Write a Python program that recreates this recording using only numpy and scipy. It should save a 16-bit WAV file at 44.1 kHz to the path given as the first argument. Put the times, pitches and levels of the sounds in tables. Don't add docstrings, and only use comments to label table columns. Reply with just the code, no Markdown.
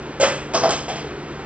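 import sys
import numpy as np
from scipy import signal
from scipy.fft import rfft, irfft
from scipy.io import wavfile
from scipy.ndimage import uniform_filter1d

SR = 44100
rng = np.random.default_rng(int(sys.argv[2]) if len(sys.argv) > 2 else 0)


def dump_mix(stems):
    frames = np.atleast_2d(stems).T
    limited = np.clip(frames, -1, 1)
    pcm = np.round(limited * 32767).astype(np.int16)
    wavfile.write(sys.argv[1], SR, pcm)


N = 63945

# f/Hz, level/dB
HUM_LINES = [(73, -49), (146.8, -41), (220.7, -46), (295.5, -44), (360.7, -50)]
# f/Hz, relative level/dB
AIR_SPECTRUM = [(15, -50.5), (25, -20.5), (49, -7), (91, -12.5), (130, -5.5), (247, -10), (371, -1),
                (570, -10.5), (918, -12.5), (1110, -14.5), (1310, -14), (2170, -19), (2750, -21),
                (5630, -32), (7500, -33.5), (9750, -104.5), (16500, -120)]
# f/Hz, T60/s
REVERB_TIMES = [(200, 0.44), (800, 0.38), (2500, 0.55), (6000, .45)]
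# f/Hz, delay/samples
LEFT_DELAY = [(170, .2), (300, 2.4), (1000, 2.6), (7000, 2.8)]
# t/s, level/dB
STEEL_TICKS = [(0.201, -29), (0.5373, -46.5), (0.694, -27), (0.705, -24), (.891, -33)]
CONTACT_BANDS = [220, 700, 1200, 2600, 5600, 7200]
# t/s, then level/dB in each of CONTACT_BANDS
FITTING_CONTACTS = [ (0.198, -30, -28, -40, -34, -35, -31), (.208, -29.5, -40.5, -30.5, -25, -27, -23),
                    (.222, -40, -31.5, -33.5, -23, -27, -32), (.235, -33.5, -25, -19.5, -20, -43, -47.5),
                    (0.535, -33.5, -31, -30, -29.5, -29.5, -34),
                    (0.544, -27, -23.5, -22.5, -35.5, -22, -34.5),
                    (.624, -30.5, -29.5, -31, -35.5, -39.5, -44), (.634, -29, -22, -24, -30.5, -29, -43.5),
                    (0.69, -31, -31, -23.5, -29, -28.5, -39),
                    (.706, -56.5, -25, -47.5, -26.5, -29.5, -29.5),
                    (.881, -48, -31, -40.5, -34.5, -42.5, -41.5), (.895, -53, -47.5, -36.5, -30, -42, -47),
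                    (0.955, -34, -37, -36, -33, -38, -46.5)]
# f/Hz, gain/dB
CRACK_SPECTRUM = [(100, -11.5), (300, -0.5), (500, 3), (700, 6), (1200, 1.5), (1600, -0.5), (2300, -1.5),
                  (3300, 3), (4200, -1), (5200, 4.5), (6000, 8.5), (7000, 1), (8000, 10)]
# f/Hz, level/dB, T60/s
HOLLOW_MODES = [(546.7, 5, 0.2), (504, -10, 0.75), (600, -7.5, 0.56), (867, -10.5, 0.31),
                (1337, -17.5, 0.35), (1331, -12.5, 0.36), (1534, -11.5, 0.28), (2050, -31, 0.3),
                (2115, -14, 0.38)]
TUBE_MODES = [(490.4, -0.5, 0.73), (636, 5, 0.2), (684, -16.5, 0.36), (737, -13.5, 0.068),
              (858, -4.5, 0.14), (963, -1, 0.12), (1101, -4.5, 0.23), (1200, 3, .25), (1367, -20, .35),
              (1600, -8.5, 0.34)]
STEEL_MODES = [(2600, 0, 0.34), (2980, -13, 0.35), (2880, -22, 0.39), (3760, -2, .2), (4960, 2, 0.24),
               (5530, 0.5, 0.33), (5940, 0.5, 0.5), (5820, 0.5, 0.36), (5910, -0.5, .5),
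               (5740, -14.5, 0.41)]
# t/s, level/dB, T60 factor
HOLLOW_CLUNKS = [(.199, -16.5, 1), (.217, -17.5, 0.63), (.2315, -19.5, 1)]
# t/s, level/dB, T60 factor, most excited f/Hz, fall-off/(dB per octave)
FRAME_KNOCKS = [(.544, -26, 1, 616, 2.5), (.633, -22.5, 1, 700, 5.5), (.886, -27.5, 1, 767, 21.5)]
FITTING_CLINKS = [(0.213, -49, 0.47, 2900, 13), (0.547, -27.5, .85, 5850, 1.5),
                  (.636, -35.5, 0.43, 5200, 3), (0.705, -30.5, 0.8, 3200, 5), (.886, -39, 1, 4950, 22)]
# t/s, level/dB, f/Hz
FOOTREST_BLOWS = [(.2305, -4, 560.6), (.362, -23.5, 563), (.5455, -9.5, 658), (.553, -18, 1117),
                  (.6345, -12, 680), (.6425, -14.5, 791), (.656, -10.5, 689), (.888, -22, 752),
                  (.899, -19, 724), (1.044, -27, 456)]

TIME = np.arange(N) / SR
FREQS = np.arange(N // 2 + 1) * SR / N


def undb(db):
    return 10 ** (np.asarray(db) / 20)


def unit(x):
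    return x / np.sqrt(np.mean(x ** 2))


def curve(hz, points):
    p = np.array(points)
    return np.interp(np.log(np.maximum(hz, 1)), np.log(p[:, 0]), p[:, 1])


def decay(t, t60):
    return np.exp(-np.log(1000) * t / t60)


def add(out, x, start):
    i = int(start * SR)
    out[i:] += x[:N - i]


def drift(rate_hz):
    hold = int(SR / rate_hz)
    steps = np.repeat(rng.standard_normal(N // hold + 1), hold)
    return unit(uniform_filter1d(uniform_filter1d(steps, hold), hold)[:N])


def band_noise(hz, width_oct):
    octaves = np.log2(np.maximum(FREQS, 1) / hz)
    passband = np.exp(-2 * (octaves / width_oct) ** 2)
    return unit(irfft(rfft(rng.standard_normal(N)) * passband, N))


def low_pass(x, hz):
    return signal.sosfilt(signal.ellip(10, .2, 80, hz, fs=SR, output="sos"), x)


def air_noise(level_db=-32.5, flicker_db=-0.34):
    air = unit(irfft(rfft(rng.standard_normal(N)) * undb(curve(FREQS, AIR_SPECTRUM)), N))
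    return air * undb(level_db + flicker_db * drift(18))


def motor_hum(waver_db=1, pitch_spread=.012):
    out = np.zeros(N)
    for hz, db in HUM_LINES:
        amplitude = np.sqrt(2) * undb(db + waver_db * drift(16))
        cycles = np.cumsum(hz * (1 + pitch_spread * drift(14.55))) / SR + rng.random()
        out += amplitude * np.sin(2 * np.pi * cycles)
    return out


def reverb_envelope(hz, build_s=0.0045):
    return (1 - np.exp(-TIME / build_s)) * decay(TIME, curve(hz, REVERB_TIMES))


def steel_ticks():
    out = np.zeros(N)
    for start, db in STEEL_TICKS:
        add(out, undb(db) * decay(TIME, t60=0.03) * band_noise(hz=7130, width_oct=.28), start)
    return out


def contact_cracks(direct_db=-4, rise_s=0.00092):
    out = np.zeros(N)
    direct = undb(direct_db) * decay(TIME, t60=0.023) * (1 - np.exp(-TIME / rise_s))
    for hz in 100 * 2 ** (np.arange(20) / 3):
        noise = band_noise(hz, width_oct=.28)
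        envelope = direct + .5 * reverb_envelope(hz)
        for start, *levels in FITTING_CONTACTS:
            db = curve(hz, list(zip(CONTACT_BANDS, levels))) + curve(hz, CRACK_SPECTRUM)
            decorrelated = np.roll(noise, rng.integers(N))
            add(out, undb(db) * envelope * decorrelated, start)
    return out


def modal_ring(modes, t60_factor, focus_hz=1, falloff_db=0, attack_s=0.0025):
    out = np.zeros(N)
    for k, (hz, db, t60) in enumerate(modes):
        amplitude = (-1) ** k * undb(db - falloff_db * abs(np.log2(hz / focus_hz)))
        out += amplitude * decay(TIME, t60 * t60_factor) * np.sin(2 * np.pi * hz * TIME)
    return out * (1 - np.exp(-TIME / attack_s))


def ringing_metal(room_db=-11):
    direct = np.zeros(N)
    bodies = (HOLLOW_MODES, HOLLOW_CLUNKS), (TUBE_MODES, FRAME_KNOCKS), (STEEL_MODES, FITTING_CLINKS)
    for modes, impacts in bodies:
        for start, db, *excitation in impacts:
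            add(direct, undb(db) * modal_ring(modes, *excitation), start)
    room = rng.standard_normal(N) * reverb_envelope(hz=636)
    reflections = signal.fftconvolve(direct, room / np.linalg.norm(room))[:N]
    return direct + undb(room_db) * reflections


def footrest_blows(rise_s=0.0025, room_db=-14):
    out = np.zeros(N)
    pulse = TIME / rise_s * np.exp(1 - TIME / rise_s)
    for start, db, hz in FOOTREST_BLOWS:
        direct = pulse * np.sin(2 * np.pi * hz * TIME)
        wash = undb(room_db) * reverb_envelope(hz) * band_noise(hz, width_oct=0.23)
        add(out, undb(db) * (direct + wash), start)
    return out


def scene():
    wheelchair = contact_cracks() + footrest_blows() + ringing_metal()
    right = low_pass(wheelchair + air_noise() + motor_hum(), hz=7550) + steel_ticks()
    delay_s = curve(FREQS, LEFT_DELAY) / SR
    left = irfft(rfft(right) * np.exp(-2j * np.pi * FREQS * delay_s), N)
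    return np.array([left, right])


def record(dry):
    rounded = dry / (1 + (dry / .88) ** 6) ** (1 / 6)
    return low_pass(rounded, hz=8900)


dry = scene()
out = record(dry)
dump_mix(out)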